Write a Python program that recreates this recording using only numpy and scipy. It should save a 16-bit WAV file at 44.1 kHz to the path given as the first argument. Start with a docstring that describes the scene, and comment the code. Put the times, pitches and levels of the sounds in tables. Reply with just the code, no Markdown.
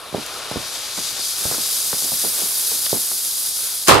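"""A firecracker's fuse burns as a small sputtering gas jet that grows louder and brighter, then sinks
a little. The firecracker stands on a wooden block in the snow. Soft thumps and scuffs sound nearby,
probably boots retreating through packed snow. At the end the charge bursts with a crack and a short
roar that overloads the microphone. Quiet outdoor air and a faint hum lie underneath."""
import sys
import numpy as np
from scipy import signal
from scipy.fft import rfft, irfft
from scipy.io import wavfile
from scipy.ndimage import uniform_filter1d

SR = 44100
rng = np.random.default_rng(int(sys.argv[2]) if len(sys.argv) > 2 else 0)


def digitize_waveform(pressure):
    """Quantize a signal to 16-bit integers and store it at the path in sys.argv[1].

    Rows of a 2-D input are taken as channels; values are limited to [-1, 1].
    """
    field = np.atleast_2d(pressure).T
    bounded = np.clip(field, -1, 1)
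    quanta = np.round(bounded * 32767).astype(np.int16)
    wavfile.write(sys.argv[1], SR, quanta)


N = 176400
BLAST_S = 3.8815


def fuse(t):
    """Jet, flare and spits flutter and sputter together until the burst ends them."""
    flame = gas_jet(t) + flare(t) + spits(t)
    flutter_db = 0.39 * walk(per_s=30)
    sputter_db = 0.57 * walk(per_s=240)
    return flame * undb(flutter_db + sputter_db) * (t < BLAST_S)


def burning(pops_per_s=5000, spread_db=3, pop_share=0.2):
    """Gas noise mixed with the tiny pops of powder grains."""
    pops = (rng.random((2, N)) < pops_per_s / SR) * np.sign(noise())
    pops *= undb(spread_db * np.minimum(rng.exponential(size=(2, N)), 6))
    return np.sqrt(1 - pop_share) * noise() + np.sqrt(pop_share) * unit(pops)


def gas_jet(t, ease_s=0.052):
    """Escaping gas: low rush, hiss and high sizzle. A weaker jet loses its top."""
    # Each row: time in seconds, relative hiss level in dB, relative sizzle level in dB.
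    strength = [(0.0, -44.5, -43), (0.23, -32, -38), (0.28, -36, -39), (0.34, -32, -36),
                (0.46, -34.5, -38.5), (0.75, -29.5, -33), (0.92, -30, -33), (0.97, -27, -30),
                (1.09, -26.5, -30.5), (1.14, -29.5, -32), (1.2, -27, -29), (1.29, -26.5, -27),
                (1.36, -29, -27.5), (1.52, -26, -24), (1.56, -26, -26), (1.8, -27, -24), (1.97, -28.5, -25),
                (2.0, -25.5, -22), (2.09, -27.5, -23.5), (2.59, -28.5, -23.5), (2.7, -26.5, -22.5),
                (2.76, -27.5, -22.5), (2.85, -28, -24), (2.92, -28, -23.5), (3.77, -30, -26),
                (3.85, -31.5, -28)]
    # Each row: time in seconds, level in dB.
    rush_levels = [(0, -42), (.2, -35), (.5, -34), (1.0, -34.5), (1.33, -38), (1.52, -34), (1.8, -37.5),
                   (2.4, -36.5), (2.52, -38), (2.7, -38), (3.1, -40.5), (3.53, -43), (3.68, -38),
                   (3.85, -46)]
    # Three spectra. 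Each row: frequency in Hz, relative density in dB.
    rush_spectrum = [(100, -7.5), (250, -9), (450, -1), (900, -1), (1400, 1.5), (2000, -2.5), (2400, 0.5),
                     (2900, -0.5), (4000, 1), (8000, -47)]
    hiss_spectrum = [(2000, -31.5), (2900, -15), (3250, -6.5), (3850, -1.9), (4200, -2), (4850, 2),
                     (5500, -0.8), (6100, 0), (6500, -1.6), (7400, -0.8), (8000, -3), (9000, -4),
                     (12000, -33)]
    sizzle_spectrum = [(5000, -27.5), (7700, -10), (8800, -2.5), (10100, 0), (11200, -2), (12500, -4.5),
                       (14000, -8), (15600, -15.5)]
    times_s, *levels_db = np.array(strength).T
    window = int(ease_s * SR) + 1
    hiss_db, sizzle_db = (uniform_filter1d(np.interp(t, times_s, db), window) for db in levels_db)
    rush_db = np.interp(t, *np.array(rush_levels).T)
    weak_db = np.minimum(sizzle_db + 23.5, 0)
    sizzle = high_shelf(colour(burning(), sizzle_spectrum), hz=12700, db=1.1 * weak_db)
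    hiss = high_shelf(colour(burning(), hiss_spectrum), hz=5800, db=0.63 * weak_db)
    rush = colour(burning(), rush_spectrum)
    parts = [(rush, rush_db), (hiss, hiss_db + 1.94), (sizzle, sizzle_db + 1)]
    return sum(part * undb(db + 0.5 * walk(per_s=30)) for part, db in parts)


def flare(t):
    """The freshly lit fuse flares with two hollow resonances."""
    # Each row: centre in Hz, width in Hz, relative level in dB.
    modes = [(600, 460, -0.5), (1190, 340, 0.5)]
    # Each row: time in seconds, level in dB.
    levels = [(0, -39), (.15, -43.5), (.25, -42.5), (.34, -35.5), (.45, -40), (.6, -40), (1, -62),
              (1.4, -71)]
    hollow = sum(undb(db) * unit(band(burning(), [hz - width_hz / 2, hz + width_hz / 2]))
                 for hz, width_hz, db in modes)
    return unit(hollow) * undb(np.interp(t, *np.array(levels).T))


def spits(t, sigma_s=0.0018):
    """The fuse spits a few very short puffs of noise."""
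    # Each row: peak time in seconds, level in dB, low and high edge in Hz.
    puffs = [(.264, -27, 3500, 12000), (2.8633, -24.5, 2800, 4300), (2.8658, -30, 250, 1900),
             (3.455, -42, 700, 2200), (3.593, -38.5, 900, 1800)]
    return sum(undb(db) * unit(band(noise(), [low_hz, high_hz])) * gaussian(t, peak_s, sigma_s)
               for peak_s, db, low_hz, high_hz in puffs)


def mic_ports(x):
    """The camera body shades and delays the fuse differently at each microphone port."""
    # Each row: frequency in Hz, left minus right in dB, left lead in radians, correlation from 0 to 1.
    response = [(150, -9, -0.091, 0.7), (700, -1, 0.4, 0.95), (1400, 0, 0.24, 0.88), (1780, 1.5, 0.68, 0.9),
                (3900, 6, -0.41, 0.84), (6300, 3, -0.13, 0.85), (7760, 4, -0.88, 0.78),
                (8900, 0.5, -1.1, 0.7), (10000, -5, -0.84, 0.83), (11500, -1.5, -.05, 0.94),
                (14500, 0, 0, 1)]
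    hz, *columns = np.array(response).T
    pan_db, lead_rad, correlation = (on_bins(hz, column) for column in columns)
    phase_shift = np.exp(0.5j * lead_rad * np.array([[1], [-1]]))
    return irfft(pair(rfft(x), correlation) * pan(pan_db) * phase_shift, N)


def fizz_and_crack(t, lead_in_s=3.8755, lead_in_rise_s=0.0029, lead_in_fall_s=0.007, crack_fall_s=0.003):
    """A brief bright fizz is heard just ahead of the bang; the charge bursts with a crack."""
    # The crack and its returns from nearby surfaces. Each row: arrival in seconds, level in dB.
    arrivals = [(3.8825, -2), (3.929, -17), (3.9435, -12)]
    # Each row: frequency in Hz, relative density in dB.
    spectrum = [(200, -11), (1000, 0.5), (4000, -3.5), (9000, -2.5), (15000, -12)]
    from_peak_s = t - lead_in_s
    lead_in = undb(-11.5) * np.exp(np.minimum(from_peak_s / lead_in_rise_s, -from_peak_s / lead_in_fall_s))
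    cracks = sum(undb(db) * (t > start_s) * np.exp(-np.abs(t - start_s) / crack_fall_s)
                 for start_s, db in arrivals)
    return (lead_in + cracks) * colour(noise(), spectrum)


def burst_roar(t):
    """The blast's ragged roar holds briefly and dies from the treble down."""
    # Each row: low and high edge in Hz, level in dB, rise and hold in seconds, fall in dB per second,
    # left minus right in dB.
    bands = [(35, 81, -36, .025, .06, 40, -13), (74, 150, -24, 0.033, 0.04, 35, -11.5),
             (150, 255, -25.5, 0.0044, 0.034, 110, -4), (275, 670, -9.3, 0.0056, 0.029, 135, -6),
             (740, 1425, -8.5, 0.0083, 0.032, 128, -6.5), (1520, 3500, -13.5, 0.0063, 0.035, 134, 1),
             (3500, 5300, -15.5, 0.0047, 0.019, 162, 2), (5600, 9900, -16, .002, 0.0092, 161, 0.5),
             (10500, 14000, -23, .002, 0.014, 220, -9)]
    age_s = t - BLAST_S
    ragged_db = 1.2 * walk(per_s=260)
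    out = np.zeros((2, N))
    for low_hz, high_hz, db, rise_s, hold_s, fall_db_per_s, pan_db in bands:
        roar = unit(band(pair(noise(), correlation=0.3), [low_hz, high_hz], order=3))
        attack = np.clip(age_s / rise_s, 0, 1)
        decay_db = fall_db_per_s * np.maximum(age_s - hold_s, 0)
        out += roar * pan(pan_db) * attack * undb(db + ragged_db - decay_db)
    return out


def thumps(t, crunch_rise_s=0.0022, crunch_fall_s=0.024, crunch_widen=1.25):
    """Each thump is one heavily damped swing, followed by a short snow crunch of like colour."""
    # Each row: start in seconds, swing peak in dB, low and high edge in Hz, relative crunch level in dB,
    # left minus right in dB.
    hits = [(.128, -23.5, 120, 700, -11, -4), (.1415, -19.5, 249, 800, -13, -6),
            (0.1464, -7.8, 205, 650, -22, -2), (.159, -21, 180, 600, -10, -3),
            (.182, -18, 200, 780, -22, -4), (0.5137, -15, 140, 900, -14, -3.5),
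            (.559, -13.5, 165, 556, -15, 1), (.569, -18, 80, 443, -14, -8),
            (.9783, -19.5, 170, 1600, -16.5, -6), (.988, -20, 140, 990, -26, -7),
            (1.127, -37, 100, 350, -16, -7), (1.454, -16, 80, 700, -12.5, -6.5),
            (1.5135, -17, 200, 950, -14.5, -4), (1.582, -23, 140, 850, -12, -8),
            (1.9303, -14, 380, 1510, -19.5, -3.5), (1.932, -23.5, 300, 655, -22, -5),
            (1.9352, -26, 100, 328, -22, -9), (2.021, -28.5, 170, 1000, -10, -7),
            (2.047, -28.5, 170, 700, -13, -8), (2.120, -20.5, 160, 1000, -12.5, -8),
            (2.239, -23.5, 252, 800, -10.5, -8), (2.2478, -18.5, 270, 895, -16, -6),
            (2.389, -26.5, 350, 1100, -8.5, -3), (2.420, -24.5, 230, 900, -12, -9),
            (2.456, -34, 120, 700, -18, -11), (2.717, -24, 219, 1010, -13.5, -6.5),
            (2.75, -33, 230, 900, -16, -10), (2.9296, -8.5, 208, 650, -14, -8),
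            (2.946, -24, 250, 900, -15, -15), (3.1164, -20, 300, 1690, -20, -3)]
    # Each row: frequency in Hz, relative density in dB.
    crunch_spectrum = [(30, -8), (80, 3), (170, 3.5), (330, 1), (700, -6), (1100, -8.5), (2000, -13),
                       (5000, -20)]
    grit = pair(noise(), correlation=0.81) * undb(2.5 * walk(per_s=600))  # snow gives way in small jerks
    grit = colour(grit, crunch_spectrum) * pan(db=-3)
    age_s = t[:SR // 4]
    impulse = 1.0 * (age_s == 0)
    envelope = np.exp(-age_s / crunch_fall_s) * (1 - np.exp(-age_s / crunch_rise_s))
    out = np.zeros((2, N))
    for start_s, db, low_hz, high_hz, crunch_db, pan_db in hits:
        span = int(start_s * SR) + np.arange(len(age_s))
        swing = band(band(impulse, low_hz, "highpass"), high_hz, "lowpass", order=4)
        swing /= np.abs(swing).max()
        crunch = band(grit[:, span], low_hz / crunch_widen, "highpass")
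        crunch = unit(band(crunch, high_hz * crunch_widen, "lowpass"))
        out[:, span] += undb(db) * pan(pan_db) * (swing + undb(crunch_db) * envelope * crunch)
    return out


def scuffs(t):
    """Brief grainy swells of unevenly rubbed snow."""
    # Each row: peak time in seconds, Gaussian sigma in seconds, level in dB.
    rubs = [(1.185, 0.024, -39), (1.432, 0.035, -38.5), (1.534, 0.026, -36), (1.614, 0.028, -42),
            (2.398, 0.049, -43)]
    # Each row: frequency in Hz, relative density in dB.
    spectrum = [(60, -12), (250, -5), (600, -2), (1400, -4.5), (2200, -9), (5000, -33)]
    swell = sum(undb(db) * gaussian(t, peak_s, sigma_s) for peak_s, sigma_s, db in rubs)
    friction = pair(noise(), correlation=0.73) * undb(2.5 * walk(per_s=250))
    return swell * colour(friction, spectrum) * pan(db=-3)


def outdoor_air():
    """Still winter air: a quiet rumble, mostly on the right."""
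    # Each row: frequency in Hz, relative density in dB.
    spectrum = [(20, -14), (45, -9), (80, 7), (150, -6), (400, -4), (1500, -13), (6000, -40)]
    return undb(-61.5) * colour(pair(noise(), correlation=0.2), spectrum) * pan(db=-13)


def hum(t, hz=100, db=-66.5):
    """A faint steady tone."""
    return undb(db) * unit(np.sin(2 * np.pi * hz * t))


def undb(db):
    """Decibels to gain."""
    return 10 ** (np.asarray(db) / 20)


def unit(x):
    """Scale to rms 1."""
    return x / np.sqrt(np.mean(x ** 2))


def gaussian(t, peak_s, sigma_s):
    """Bell-shaped envelope, peak 1."""
    return np.exp(-((t - peak_s) / sigma_s) ** 2 / 2)


def on_bins(hz, values):
    """Interpolate onto the FFT bins, on a log axis."""
    return np.interp(np.log(np.arange(N // 2 + 1) * SR / N + 1), np.log(hz), values)


def colour(x, points):
    """Filter by (Hz, dB) points; scale to rms 1."""
    hz, db = np.array(points).T
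    return unit(irfft(rfft(x) * undb(on_bins(hz, db)), N))


def band(x, hz, kind="bandpass", order=2):
    """Butterworth filter."""
    return signal.sosfilt(signal.butter(order, hz, kind, fs=SR, output="sos"), x)


def high_shelf(x, hz, db):
    """Zero-phase gain change above hz."""
    forward = band(x, hz, "lowpass")
    lows = band(forward[:, ::-1], hz, "lowpass")[:, ::-1]
    return lows + (x - lows) * undb(db)


def walk(per_s):
    """Smooth random motion, rms 1."""
    size = int(SR / per_s)
    steps = np.repeat(rng.standard_normal(N // size + 1), size)
    return unit(uniform_filter1d(steps, size)[:N])


def noise():
    """Two independent white noises."""
    return rng.standard_normal((2, N))


def pan(db):
    """Channel gains for a left minus right level."""
    return undb(np.array([[1], [-1]]) * db / 2)


def pair(x, correlation):
    """Mix two independent signals into correlated left and right."""
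    mid = np.sqrt((1 + correlation) / 2) * x[0]
    side = np.sqrt((1 - correlation) / 2) * x[1]
    return np.array([mid + side, mid - side])


def scene():
    """Fuse, thumps, scuffs and the burst over air and hum."""
    t = np.arange(N) / SR
    background = outdoor_air() + hum(t)
    return mic_ports(fuse(t)) + thumps(t) + scuffs(t) + fizz_and_crack(t) + burst_roar(t) + background


def record(dry):
    """The microphone saturates on the blast; a steep low-pass cuts the top."""
    knee, top_hz = 2.6, 15650
    saturated = dry / (1 + np.abs(dry) ** knee) ** (1 / knee)
    return signal.sosfilt(signal.ellip(10, 0.1, 70, top_hz, fs=SR, output="sos"), saturated)


dry = scene()
out = record(dry)
digitize_waveform(out)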